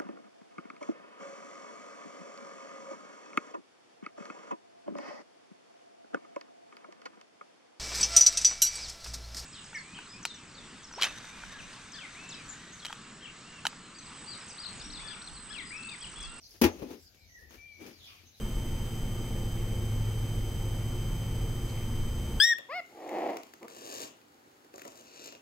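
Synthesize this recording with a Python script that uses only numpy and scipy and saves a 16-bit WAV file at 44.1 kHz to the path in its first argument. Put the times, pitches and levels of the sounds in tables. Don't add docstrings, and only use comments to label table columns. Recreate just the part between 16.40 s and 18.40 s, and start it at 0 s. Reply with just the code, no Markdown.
import sys
import numpy as np
from scipy import signal
from scipy.fft import rfft, irfft, next_fast_len
from scipy.io import wavfile
from scipy.ndimage import uniform_filter1d, map_coordinates

SR = 44100
rng = np.random.default_rng(int(sys.argv[2]) if len(sys.argv) > 2 else 0)


def master(y):
    cut = np.clip(np.atleast_2d(y).T, -1, 1)
    pcm = np.round(cut * 32767)
    wavfile.write(sys.argv[1], SR, pcm.astype(np.int16))


N = 88200

# start_s, boom_db, slap_db, slap_tilt_db_per_octave, boom_tilt_db_per_octave
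CONTACTS = [(0.2149, -24, -28.5, 2.5, 6.5), (.2190, -17.5, -21, 1, 3), (0.2357, -25.5, -17, -5.5, 9),
            (0.241, -70, -17.5, -0.95, 3.5), (0.244, -20, -31, -3, -3), (0.2466, -20.5, -31.5, -2, 1),
            (.2498, -21.5, -25, -4.5, 4), (0.4208, -33, -51.5, -1.5, 3), (0.4279, -40.5, -59.5, -2.5, -0.5),
            (0.5068, -46, -54, 1, 0), (.746, -90, -59.5, 1, -14), (1.108, -59, -49.5, -0.5, 4.5),
            (1.144, -55, -48.5, -1.6, 3), (1.472, -49, -59.5, 3.2, -0.5), (1.835, -62, -73.5, 1.5, 0.5)]
# pitch_hz, level_db, fade_s (time to fall by 60 dB)
OVEN_NOTES = [(53.84, -28, .18), (87.24, -9.5, 0.18), (242.2, -1, 0.19), (272.2, 1.5, 0.092),
              (332.5, 4.5, 0.077), (408.6, -7, .14), (524, -14.5, .13), (574.4, -17, 0.039),
              (838, -21.5, .17), (879, -22.5, 0.14), (876, -17.5, 0.055), (970, -26.5, 0.067)]
# frequency_hz, level_db
SLAP_COLOUR = [(60, -26.5), (140, -16.5), (200, 0.5), (400, 7), (650, 2), (950, -2.5), (1500, -1.5),
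               (2300, 3), (4000, -5), (6000, -4.5), (10000, -10.5), (13000, -10.5), (16000, -9.5)]
# frequency_hz, fade_s
OVEN_ECHO = [(200, 0.22), (700, 0.23), (1500, 0.17), (3000, 0.14), (6000, .16), (13000, 0.11)]
# peak_s, rise_s, fall_s, hollow_db, grit_db
SCRAPES = [(.16, 0.099, .05, -63, -58.5), (.338, 0.07, .18, -47.5, -56.5), (0.396, 0.027, .1, -50, -59.5),
           (0.4247, 0.0055, 0.035, -33, -58), (.509, 0.021, 0.043, -43, -58),
           (0.536, 0.14, 0.084, -49.5, -54.5), (1.019, 0.051, 0.1, -63, -71.5),
           (1.14, 0.057, 0.1, -61, -54), (1.418, 0.032, .08, -46.5, -55.5),
           (1.477, 0.077, 0.097, -49, -52.5), (1.722, .25, 0.35, -72, -58.5)]
# frequency_hz, level_db
HOLLOW_COLOUR = [(80, -25), (160, -12), (240, -1), (360, -0.5), (500, -5.5), (680, -16.5), (860, -16),
                 (1200, -25.5), (3000, -47.5)]
GRIT_COLOUR = [(200, -17.5), (700, -1.5), (1500, -1), (2500, 2.5), (4000, -3.5), (6000, -1.5),
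               (10000, -11.5), (15000, -12.5)]
# time_s, pitch_hz, level_db
LOW_WHISTLE = [(.89, 1896, -66.5), (.915, 1985, -67), (.955, 1970, -55), (.99, 1860, -57.5),
               (1.05, 1880, -60), (1.09, 1900, -76)]
HIGH_WHISTLE = [(1.18, 2320, -58), (1.192, 2345, -57.5), (1.225, 2322, -53), (1.265, 2391, -54.5),
                (1.31, 2338, -54.5), (1.345, 2293, -56.5), (1.385, 2255, -64), (1.43, 2353, -58),
                (1.47, 2357, -65)]
RASPY_CALL = [(1.53, 4900, -58.5), (1.585, 4250, -64), (1.615, 3590, -56), (1.65, 3418, -54.5),
              (1.695, 2944, -53.5), (1.74, 2738, -65.5), (1.80, 2340, -66.5), (1.83, 2250, -88.5)]
# start_s, length_s, pitch_hz, level_db
CHIRPS = [(.0, 0.071, 5880, -58.5), (.02, 0.057, 4710, -52), (.10, 0.028, 5080, -58),
          (.3, 0.047, 6270, -54.5), (.59, 0.072, 7420, -56.5), (.655, 0.038, 4765, -57.5),
          (.79, .08, 4210, -68), (.84, 0.16, 6130, -63), (.92, 0.13, 4420, -84), (1.08, 0.037, 6380, -60.5),
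          (1.18, 0.07, 6060, -65.5), (1.27, 0.14, 4440, -68.5), (1.63, 0.097, 4690, -58),
          (1.85, 0.053, 6220, -57.5)]
FAR_WHISTLES = [(.58, 0.19, 1526, -76.5), (.73, 0.18, 2307, -71), (1.24, .08, 3135, -69),
                (1.66, 0.11, 1147, -65.5), (1.83, 0.0677, 3824, -70.5), (1.92, 0.059, 3970, -64.5)]
# frequency_hz, fade_s
YARD_ECHO = [(500, 0.25), (2400, 0.97), (7000, 0.39)]
# peak_s, width_s, level_db
RUSTLES = [(.13, 0.084, -60), (.63, 0.059, -61.5), (1.01, 0.04, -64.5), (1.68, .09, -62.5),
           (2.0, 0.051, -61.5)]
PUFFS = [(.14, 0.086, -63), (.40, 0.068, -53), (.50, 0.037, -57), (.86, 0.033, -60.5), (1.07, 0.12, -57.5),
         (1.18, 0.023, -54.5)]
# frequency_hz, level_db
CLOTH_COLOUR = [(1000, -18.5), (3000, -10), (5000, 12.5), (8000, 3), (13000, 1), (16000, -3.5)]
FLOCK_COLOUR = [(1500, -44), (2300, -7.5), (3100, -11.5), (4300, -1), (5300, -1), (6300, -0.5), (7500, -2),
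                (10000, -29.5)]
HISS_COLOUR = [(100, 12), (200, 10), (400, 3), (700, 5), (1100, -9), (1700, -3.5), (2300, -3), (4300, 0),
               (6300, -4), (9000, -15.5), (13000, -5), (16000, -17.5)]
RUMBLE_COLOUR = [(20, -15.5), (45, 6.5), (60, -13), (85, 6), (115, -9), (200, -34.5), (500, -53.5)]
PUFF_COLOUR = [(20, -18.5), (50, -2.5), (80, -12.5), (200, -55)]
# frequency_hz, likeness (1 = the same)
STEREO_LIKENESS = [(100, 1), (350, 0.8), (700, 0.1), (1500, 0.1), (15000, 0)]
# frequency_hz, gain_db
MIC_TREBLE = [(6600, -1.5), (7400, -11), (8600, -8), (10200, 1), (15000, 2)]

OVEN_LEFT_DB, LEFT_LEAD_S = 6.5, 0.00025


def thuds(push_rise_s=0.00096, echo_rise_s=0.00097, crack_fade_s=0.014):
    t, out = clock()[:SR // 2], np.zeros((2, 2 * N))
    fade = lambda fade_s: np.exp(-np.log(1000) * t / fade_s)
    push = -(1 - np.exp(-t / push_rise_s))
    for start_s, boom_db, slap_db, slap_tilt, boom_tilt in CONTACTS:
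        ring = sum(amp(db + boom_tilt * np.log2(hz / 272)) * fade(fade_s) * np.sin(2 * np.pi * hz * t)
                   for hz, db, fade_s in OVEN_NOTES)
        boom = pan(amp(boom_db) * push * ring, OVEN_LEFT_DB)
        burst = filtered(noise(SLAP_COLOUR), lambda hz: amp(slap_tilt * np.log2(1 + hz / 2500)))
        echoes = fade_by_frequency(burst[:, -len(t):], OVEN_ECHO) * (1 - np.exp(-t / echo_rise_s))
        crack = burst[:, :len(t)] * fade(crack_fade_s)
        slap = amp(2) * pan(crack, left_db=4) + amp(-4.5) * pan(echoes, left_db=3)
        out[:, round(start_s * SR):][:, :len(t)] += boom + amp(slap_db) * slap
    return out[:, :N]


def scrapes():
    t, hollow, grit = clock(), 0, 0
    for peak_s, rise_s, fall_s, hollow_db, grit_db in SCRAPES:
        stroke_db = -20 * np.maximum((peak_s - t) / rise_s, (t - peak_s) / fall_s)
        hollow += amp(stroke_db + hollow_db)
        grit += amp(stroke_db + grit_db)
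    rough_crust = unit(amp(2 * wobble(rate_hz=830)))
    oven_voice = pan(hollow * noise(HOLLOW_COLOUR), OVEN_LEFT_DB)
    return oven_voice + pan(grit * rough_crust * noise(GRIT_COLOUR), left_db=5.5)


def bird_call(rows, flutter_hz, rate_hz):
    time_s, hz, db = np.transpose(rows)
    t = clock()
    loudness = amp(np.interp(t, time_s, db, left=-np.inf, right=-np.inf))
    return loudness * tone(np.interp(t, time_s, hz) + flutter_hz * wobble(rate_hz))


def chirps(rows, flutter_hz, pitch_fall=0.035):
    out = np.zeros(N)
    for start_s, length_s, hz, db in rows:
        progress = np.clip((clock() - start_s) / length_s, 0, 1)
        pitch_hz = hz * (1 - pitch_fall * (progress - 0.5)) + flutter_hz * wobble(rate_hz=600)
        out += amp(db) * np.sin(np.pi * progress) * tone(pitch_hz)
    return out


def birds():
    near = bird_call(HIGH_WHISTLE, flutter_hz=19, rate_hz=86)
    far = bird_call(LOW_WHISTLE, flutter_hz=71, rate_hz=160)
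    far += bird_call(RASPY_CALL, flutter_hz=340, rate_hz=750)
    far += chirps(CHIRPS, flutter_hz=280) + chirps(FAR_WHISTLES, flutter_hz=130)
    long_echo = fade_by_frequency(rng.standard_normal((2, SR)), YARD_ECHO)
    short_echo = fade_by_frequency(rng.standard_normal((2, SR // 4)), [(2000, 0.11), (7000, 0.06)])
    yard = echoed(far, short_echo) + amp(-7) * echoed(near + far, long_echo)
    return pan(near, left_db=8.5) + pan(yard, left_db=1.5)


def rustles():
    grains = unit(amp(2.5 * wobble(rate_hz=400)))
    return pan(swells(RUSTLES) * grains * noise(CLOTH_COLOUR), left_db=-1)


def flock(level_db=-67, patch_db=6):
    bands = signal.stft(noise(FLOCK_COLOUR), nperseg=512)[2]
    patches = uniform_filter1d(rng.standard_normal(bands.shape[1:]), size=6, axis=0)
    patches = uniform_filter1d(patches, size=14, axis=1)
    twitter = signal.istft(bands * amp(patch_db * unit(patches)), nperseg=512)[1][:, :N]
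    return amp(level_db) * unit(twitter)


def outdoors(rumble_db=-66, hiss_db=-66.5):
    rumble = amp(rumble_db + 0.76 * wobble(rate_hz=15)) * noise(RUMBLE_COLOUR)
    wind = swells(PUFFS) * noise(PUFF_COLOUR)
    hiss = amp(hiss_db + 0.23 * wobble(rate_hz=2.3)) * noise(HISS_COLOUR)
    return pan(hiss, left_db=7.5) + pan(rumble + wind, left_db=8)


def amp(db):
    return 10 ** (np.asarray(db) / 20)


def unit(x):
    return x / np.sqrt(np.mean(x ** 2) + 1e-20)


def clock():
    return np.arange(N) / SR


def look_up(table, hz):
    row_hz, values = np.transpose(table)
    return np.interp(np.log(hz + 1), np.log(row_hz + 1), values)


def wobble(rate_hz):
    return map_coordinates(rng.standard_normal(N // 8), [clock() * rate_hz], mode="wrap")


def swells(rows):
    return sum(amp(db) * np.exp(-((clock() - peak_s) / width_s) ** 2) for peak_s, width_s, db in rows)


def tone(hz):
    return np.sqrt(2) * np.sin(2 * np.pi * np.cumsum(hz) / SR)


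def noise(colour):
    def shape(hz):
        width = np.arccos(np.clip(look_up(STEREO_LIKENESS, hz), -1, 1)) / 2
        return amp(look_up(colour, hz)) * [np.cos(width), np.sin(width)]
    middle, side = filtered(rng.standard_normal((2, N)), shape)
    return unit(np.array([middle + side, middle - side]))


def filtered(x, gain):
    size = next_fast_len(N + SR // 2)
    return irfft(rfft(x, size) * gain(np.fft.rfftfreq(size, 1 / SR)), size)[..., :N]


def fade_by_frequency(x, fade_table):
    hz, t, bands = signal.stft(x, SR, nperseg=256)
    fade = np.exp(-np.log(1000) * t / look_up(fade_table, hz)[:, None])
    return signal.istft(bands * fade, SR, nperseg=256)[1][:, :x.shape[1]]


def echoed(x, echo):
    return signal.fftconvolve(x[None], echo / np.linalg.norm(echo[0]), axes=1)[:, :N]


def pan(x, left_db):
    return x * amp(np.array([[left_db / 2], [-left_db / 2]]))


def scene():
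    left_first = lambda hz: np.exp(1j * np.pi * hz * LEFT_LEAD_S * np.array([[1], [-1]]))
    oven = filtered(thuds() + scrapes(), left_first)
    return oven + rustles() + birds() + flock() + outdoors()


def record(dry, low_cut_hz=54, top_hz=15800):
    thinned = signal.sosfilt(signal.butter(4, low_cut_hz, "high", fs=SR, output="sos"), dry)
    return filtered(thinned, lambda hz: amp(look_up(MIC_TREBLE, hz)) * (hz < top_hz))


dry = scene()
out = record(dry)
master(out)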